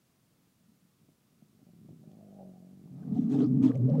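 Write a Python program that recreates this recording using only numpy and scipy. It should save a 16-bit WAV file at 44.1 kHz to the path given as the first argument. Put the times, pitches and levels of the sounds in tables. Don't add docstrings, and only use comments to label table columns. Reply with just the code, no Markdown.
import sys
import numpy as np
from scipy import signal
from scipy.fft import rfft, irfft, next_fast_len
from scipy.io import wavfile
from scipy.ndimage import uniform_filter1d, map_coordinates

SR = 44100
rng = np.random.default_rng(int(sys.argv[2]) if len(sys.argv) > 2 else 0)


def generate_wav(sig):
    pcm = np.round(np.clip(np.atleast_2d(sig).T, -1, 1) * 32767).astype(np.int16)
    wavfile.write(sys.argv[1], SR, pcm)


N = 176400


def amp(db):
    return 10 ** (np.asarray(db) / 20)


def unit(x):
    return x / np.sqrt(np.mean(x ** 2) + 1e-20)


def curve(rows, column=1):
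    rows = np.asarray(rows)
    return np.interp(np.arange(N) / SR, rows[:, 0], rows[:, column])


def fader(rows):
    return amp(curve(rows) - 110 * np.maximum(rows[0][0] - np.arange(N) / SR, 0))


def wobble(rate):
    return map_coordinates(rng.standard_normal(2048), [np.arange(N) * rate / SR], mode="wrap")


def even(x, span_s):
    size = max(int(span_s * SR), 8)
    power = np.abs(uniform_filter1d(uniform_filter1d(unit(x) ** 2, size), size))
    return x / np.sqrt(np.mean(x ** 2) * (power + 0.0052))


def eq(x, points):
    size = 2 * next_fast_len(N // 2 + 8192)
    hz, db = np.transpose(points)
    gain = amp(np.interp(np.log(np.fft.rfftfreq(size, 1 / SR) + 1), np.log(hz + 1), db))
    cepstrum = irfft(np.log(gain), size)
    cepstrum[1:size // 2] *= 2
    cepstrum[size // 2 + 1:] = 0
    return irfft(rfft(x, size) * np.exp(rfft(cepstrum)), size)[:N]


def add(out, start_s, x):
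    i = int(np.clip(start_s * SR, 0, N))
    out[i:i + len(x)] += x[:N - i]


def glide(hz):
    return np.sin(2 * np.pi * np.cumsum(hz) / SR)


def beats(rate, scatter):
    i = np.flatnonzero(np.diff(np.floor(np.cumsum(rate) / SR)))
    shift = rng.standard_normal(4096)[:len(i)] * (scatter * SR / rate)[i]
    return np.clip(i + shift, 0, N - 1).astype(int)


def swell(t, rise_s):
    return (t / rise_s * np.exp(1 - t / rise_s)) ** 2


# freq_hz, gain_db
WIND_EQ = [(20, -15), (64, -14.5), (125, -0.5), (232, -4.5), (408, -13.5), (1400, -25), (3300, -100)]
HISS_EQ = [(590, -23.5), (1100, -2), (5000, -4), (15500, -6.5)]


def field(wind_db=-71.5, hiss_db=-75.5):
    wind = unit(eq(rng.standard_normal(N), WIND_EQ)) * amp(0.5 * wobble(2.8))
    hiss = unit(eq(rng.standard_normal(N), HISS_EQ))
    return amp(wind_db) * wind + amp(hiss_db) * hiss


# start_s, peak_db, centre_hz, width_octaves
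SMACK_HITS = [(1.089, -64, 560, 0.49), (1.422, -61.5, 596, 0.56), (1.889, -53, 590, 0.63),
              (2.038, -59, 594, 0.33), (2.117, -58.5, 3500, 1.6), (2.211, -58, 600, 0.51),
              (2.392, -51, 730, 0.28), (2.413, -54, 730, 0.27), (2.874, -60, 801, .9),
              (3.717, -45.5, 1600, 0.69), (3.747, -54, 2000, 1.7), (3.755, -52, 2300, .5),
              (3.755, -53.5, 6300, 0.44), (3.775, -56.5, 4000, 1.9), (3.851, -60.5, 1400, 0.85),
              (3.9, -51, 4000, 1.46), (3.921, -55, 1400, 0.81), (3.944, -54.5, 1000, 1.1),
              (3.952, -52, 950, 0.88)]


def smacks(t60_s=0.0058):
    out, t = np.zeros(N), np.arange(SR // 30) / SR
    for start, db, hz, octaves in SMACK_HITS:
        edge = 2 ** (octaves / 2)
        band = signal.butter(2, [hz / edge, min(hz * edge, SR / 2 - 1)], "band", fs=SR, output="sos")
        click = signal.sosfilt(band, rng.standard_normal(len(t)) * amp(-60 * t / t60_s))
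        add(out, start, amp(db) * click / np.abs(click).max())
    return out


def spray(count, decay_s, air):
    out, t = np.zeros(N), np.arange(SR // 60) / SR
    for when, pitch, size in rng.random((count, 3)):
        ping = np.exp(-t / decay_s) * np.sin(2 * np.pi * 900 * 7 ** pitch * t)
        add(out, when * N / SR, amp(5.5 * size) * ping)
    return air * rng.standard_normal(N) + unit(out)


# start_s, attack_s, hold_s, release_s, level_db, tilt_db_per_octave
PUFF_HITS = [(3.128, 0.036, 0.012, 0.36, -69.5, 1.5), (3.288, 0.035, 0.023, .15, -60.5, 1.6),
             (3.371, 0.027, 0.04, .05, -66, -0.5), (3.621, 0.015, 0.013, 0.037, -52.5, -0.5),
             (3.649, .01, 0.038, 0.044, -57.5, -1.5)]
# freq_hz, gain_db
SPRAY_EQ = [(500, -7), (1200, 1.5), (1900, -2), (3500, 1), (4800, -5), (6500, -1.5), (8500, -8),
            (10000, -14.5), (12200, -12.5), (14500, -45)]


def puffs():
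    out, t = np.zeros(N), np.arange(N) / SR
    wet = spray(count=2400, decay_s=0.003, air=1.5)
    for start, attack, hold, release, db, tilt in PUFF_HITS:
        rise = np.clip((t - start) / attack, 0, 1)
        fall = amp(-30 * np.maximum(t - start - attack - hold, 0) / release)
        tilted = [(hz, gain_db + tilt * np.log2(hz / 3000)) for hz, gain_db in SPRAY_EQ]
        out += amp(db) * rise * fall * unit(eq(wet, tilted))
    return out * amp(1.2 * wobble(110))


# time_s, pitch_hz, level_db
SQUELCH_SWEEP = [(3.385, 2400, -78.5), (3.415, 3550, -60), (3.455, 5000, -66), (3.55, 5000, -110)]


def squelch():
    tone = glide(curve(SQUELCH_SWEEP) * (1 + 0.08 * wobble(1500))) * amp(4 * wobble(150))
    started = np.arange(N) / SR > SQUELCH_SWEEP[0][0]
    return tone * amp(curve(SQUELCH_SWEEP, column=2)) * started


# start_s, length_s, level_db, pitch_hz
SPLUTTER_HITS = [(3.019, 0.027, -71.5, 1650), (3.075, 0.023, -61, 700), (3.146, 0.05, -50, 730),
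                 (3.318, .06, -47, 770), (3.335, 0.035, -65, 1170), (3.391, 0.044, -58, 1330),
                 (3.401, 0.079, -54, 1150), (3.62, 0.079, -52, 940), (3.697, .026, -51, 1120),
                 (3.686, 0.044, -41, 450), (3.926, .045, -46.5, 790), (3.876, 0.048, -33.5, 536.3),
                 (3.969, 0.03, -32, 490), (3.735, 0.047, -45, 557.6)]


def splutters():
    out, t = np.zeros(N), np.arange(N) / SR
    for start, length, db, hz in SPLUTTER_HITS:
        arch = np.sin(np.pi * np.clip((t - start) / length, 0, 1))
        out += amp(db) * arch * glide(hz * (1 + 0.1 * wobble(450)))
    return out * amp(2.5 * wobble(90))


# start_s, peak_db, final_pitch_hz
GLUG_HITS = [(.688, -58, 146), (1.084, -58, 268), (1.42, -47, 171), (1.624, -49.5, 176.6),
             (1.883, -47.5, 235), (1.903, -38, 145), (2.071, -38, 158)]


def glugs(drop_s=0.0026):
    out, t = np.zeros(N), np.arange(SR // 10) / SR
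    for start, db, hz in GLUG_HITS:
        tone = glide(hz * (1 + 2.53 * np.exp(-t / drop_s)))
        add(out, start, amp(db) * swell(t, rise_s=0.007) ** 1.9 * tone)
    return out


# freq_hz, gain_db
MOUTH_EQ = [(250, -44), (380, 0), (440, -15.5), (490, -3), (560, -5), (635, 5), (700, -2.5), (770, -18),
            (950, -33), (2000, -52.5)]
# time_s, open_share
MOUTH_OPENING = [(1.5, 0.6), (2.12, 0.44), (2.25, 0.03), (2.41, 0.55), (2.5, 0.18), (2.57, 0.67),
                 (2.63, 0.2), (2.8, 0.54), (3.0, 0.4)]
# time_s, level_db
MOUTH_LEVEL = [(1.5, -94), (1.68, -71), (1.8, -89), (1.9, -74.5), (1.98, -86), (2.11, -66.5), (2.3, -63),
               (2.37, -60.5), (2.41, -53.5), (2.5, -62.5), (2.62, -67), (2.76, -76.5), (3.05, -67)]


def mouth(source, open_ratio=1.138):
    formants = MOUTH_EQ + [(5000, -79.5)]
    narrow = eq(source, formants)
    wide = eq(source, [(hz * open_ratio, db) for hz, db in formants])
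    opening = np.clip(curve(MOUTH_OPENING), 0, 1)
    return even((1 - opening) * narrow + opening * wide, 0.2) * fader(MOUTH_LEVEL)


# time_s, rate_hz, scatter_periods
THROAT_PULSES = [(0, 25.5, 0.28), (1.8, 30.4, 0.16), (2.0, 42.4, 0.18), (2.12, 54, 0.043),
                 (2.42, 47.5, 0.015), (2.6, 45.2, 0.0068), (2.78, 48.2, 0.021), (2.9, 48, .15)]
# freq_hz, gain_db
THROAT_EQ = [(30, -48.5), (100, -7), (150, -1.5), (220, 0.5), (330, -11.5), (390, -14), (460, -24),
             (1060, -78)]
# time_s, pitch_hz, level_over_broad_tone_db
THROAT_RESONANCE = [(1.5, 181.3, -7), (1.95, 163.7, 2), (2.2, 201.5, -2.5), (2.5, 190.6, 2),
                    (2.9, 178, 0.5)]
# time_s, level_db
THROAT_LEVEL = [(0, -88), (.32, -74.5), (.47, -72), (.56, -83), (.7, -62.5), (.79, -80), (.85, -65),
                (.92, -78.5), (1.06, -62.5), (1.15, -74.5), (1.5, -66.5), (1.65, -59), (1.8, -56),
                (1.91, -49), (1.98, -55), (2.3, -53.5), (2.48, -48.5), (2.56, -54), (2.63, -52),
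                (2.78, -53), (2.87, -50.5), (3.05, -46)]
CHEST_LEVEL = [(2.05, -92), (2.45, -70), (2.8, -100)]


def rumble(ring_t60_s=0.25):
    pulses, ring, t = np.zeros(N), np.zeros(N), np.arange(SR // 3) / SR
    rate, scatter = curve(THROAT_PULSES), curve(THROAT_PULSES, column=2)
    ring_hz, ring_gain = curve(THROAT_RESONANCE), amp(curve(THROAT_RESONANCE, column=2))
    ring_shape = amp(-60 * t / ring_t60_s) * (1 - np.exp(-t / 0.0015))
    strength = amp(1.8 * wobble(50))
    for i in beats(rate, scatter):
        pulses[i] = strength[i]
        add(ring, i / SR, strength[i] * ring_shape * np.sin(2 * np.pi * ring_hz[i] * t))
    airflow = signal.fftconvolve(pulses, swell(t, rise_s=0.0082))[:N]
    rasp_gain = np.minimum(0.4 + 2 * scatter, 0.65)
    source = unit(pulses) + rasp_gain * unit(airflow * rng.standard_normal(N))
    throat = even(unit(eq(source, THROAT_EQ)) + ring_gain * unit(ring), 0.015)
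    breathy = source + 0.8 * unit(airflow * rng.standard_normal(N))
    chest = glide(rate) * amp(2 * wobble(14))
    return throat * fader(THROAT_LEVEL) + mouth(breathy) + chest * fader(CHEST_LEVEL)


# time_s, pitch_hz, jitter_share
FLAP_PITCH = [(2.95, 149.1, .12), (3.25, 139.5, .15), (3.6, 132.5, 0.085), (3.75, 118.4, 0.061),
              (3.82, 121.5, .017), (3.94, 138.6, 0.071), (4.0, 168, 0.026)]
# harmonic_number, level_db
FLAP_OVERTONES = [(2, -18.5), (3, -20.5), (4, -35)]
# time_s, level_db
FLAP_LEVEL = [(2.95, -45.5), (3.052, -50.5), (3.09, -38), (3.21, -39), (3.245, -32.5), (3.28, -42),
              (3.35, -32.5), (3.48, -34), (3.505, -30), (3.54, -28.5), (3.57, -27), (3.612, -33.5),
              (3.645, -31.5), (3.69, -32.5), (3.727, -37), (3.757, -26), (3.782, -33.5), (3.805, -24),
              (3.858, -22.5), (3.897, -31), (3.924, -21.5), (3.968, -31.5), (3.995, -21.5)]
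# freq_hz, gain_db
SAC_EQ = [(30, -48), (75, -35), (110, -8.5), (165, 3.5), (215, -0.5), (300, 2), (350, -11.5), (420, -8.5),
          (1200, -17.5)]


def sac_flutter():
    hz = curve(FLAP_PITCH) * (1 + curve(FLAP_PITCH, column=2) * wobble(90))
    overtones = sum(amp(db + 4 * wobble(40)) * glide(round(k) * hz) for k, db in FLAP_OVERTONES)
    flapping = (glide(hz) + overtones) * amp(2.7 * wobble(55))
    return even(eq(flapping, SAC_EQ), 0.039) * fader(FLAP_LEVEL)


def bubbles(pitch_hz, rate, rise_s, spread, scatter_db):
    out, t = np.zeros(N), np.arange(SR // 10) / SR
    spread = np.broadcast_to(spread, N)
    chance = rng.uniform(-1.7, 1.7, (1024, 2))
    for i, (detune, size) in zip(beats(np.full(N, rate), scatter=0.2222), chance):
        hz = pitch_hz[i] * np.exp(spread[i] * detune)
        add(out, i / SR, amp(scatter_db * size) * swell(t, rise_s) * np.sin(2 * np.pi * hz * t))
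    return even(out, 0.017)


def droplets(points, rate, air):
    pops = (rng.random(N) < rate / SR) * rng.standard_normal(N)
    return unit(eq(unit(pops) + air * rng.standard_normal(N), points))


# time_s, pitch_hz
BIG_PITCH = [(3.12, 220.7), (3.26, 241.7), (3.4, 277.4), (3.575, 239.7), (3.66, 266), (3.86, 226.7)]
# time_s, pitch_hz, spread_share
SMALL_PITCH = [(3.68, 417.4, 0.032), (3.76, 561, 0.12), (3.82, 398.3, .08), (3.9, 521.6, 0.073),
               (4.0, 485, 0.084)]
# freq_hz, gain_db
FROTH_EQ = [(350, -25), (600, 6), (800, 0.5), (1000, -7), (1250, -12.5), (1550, -17), (3000, -22.5),
            (8000, -34.5), (14000, -59)]
# time_s, level_db
BIG_LEVEL = [(2.95, -57.5), (3.09, -37), (3.21, -30), (3.3, -28.5), (3.36, -25.5), (3.42, -22),
             (3.495, -28.5), (3.534, -25), (3.58, -27), (3.68, -25), (3.744, -47), (3.86, -31), (4.0, -28)]
SMALL_LEVEL = [(2.95, -82), (3.11, -51.5), (3.2, -51), (3.264, -56.5), (3.344, -37.5), (3.385, -41),
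               (3.43, -31), (3.464, -51.5), (3.71, -43), (3.77, -51), (3.87, -43.5), (3.9, -35.5),
               (3.935, -43), (4.0, -37.5)]
FROTH_LEVEL = [(2.95, -74.5), (3.0, -68), (3.28, -63), (3.346, -52.5), (3.44, -54.5), (3.49, -65.5),
               (3.608, -61.5), (3.645, -49), (3.8, -65.5), (3.95, -56.5)]


def gurgle():
    big = bubbles(curve(BIG_PITCH), rate=48, rise_s=0.0073, spread=0.072, scatter_db=4)
    big = even(eq(big, SAC_EQ), 0.012)
    spread = curve(SMALL_PITCH, column=2)
    small = bubbles(curve(SMALL_PITCH), rate=71, rise_s=0.0081, spread=spread, scatter_db=5.5)
    cavity = bubbles(np.full(N, 1190), rate=55, rise_s=0.0072, spread=0.05, scatter_db=5.5)
    froth = unit(droplets(FROTH_EQ, rate=950, air=0.83) + amp(-11.5) * cavity)
    mix = big * fader(BIG_LEVEL) + small * fader(SMALL_LEVEL) + froth * fader(FROTH_LEVEL)
    return signal.sosfilt(signal.butter(4, 110, "high", fs=SR, output="sos"), mix)


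# start_s, peak_db, pitch_hz
BURST_HITS = [(3.115, -21, 208), (3.157, -21.5, 233), (3.184, -19, 261), (3.241, -23.5, 234),
              (3.597, -18.5, 247.7), (3.634, -16.5, 267.5), (3.653, -15.5, 266.3), (3.694, -20, 263.3)]


def bursts():
    out, t = np.zeros(N), np.arange(SR // 10) / SR
    for start, db, hz in BURST_HITS:
        add(out, start, amp(db) * swell(t, rise_s=0.0084) ** 1.27 * np.sin(2 * np.pi * hz * t))
    return out


def scene():
    voice = rumble() + gurgle() + bursts() + sac_flutter() + glugs()
    spit = puffs() + squelch() + splutters() + smacks()
    return (voice + spit + field())[None]


def record(dry, low_cut_hz=35, high_cut_hz=15750):
    thin = signal.sosfilt(signal.butter(2, low_cut_hz, "high", fs=SR, output="sos"), dry)
    return signal.sosfilt(signal.ellip(12, 0.1, 90, high_cut_hz, fs=SR, output="sos"), thin)


dry = scene()
out = record(dry)
generate_wav(out)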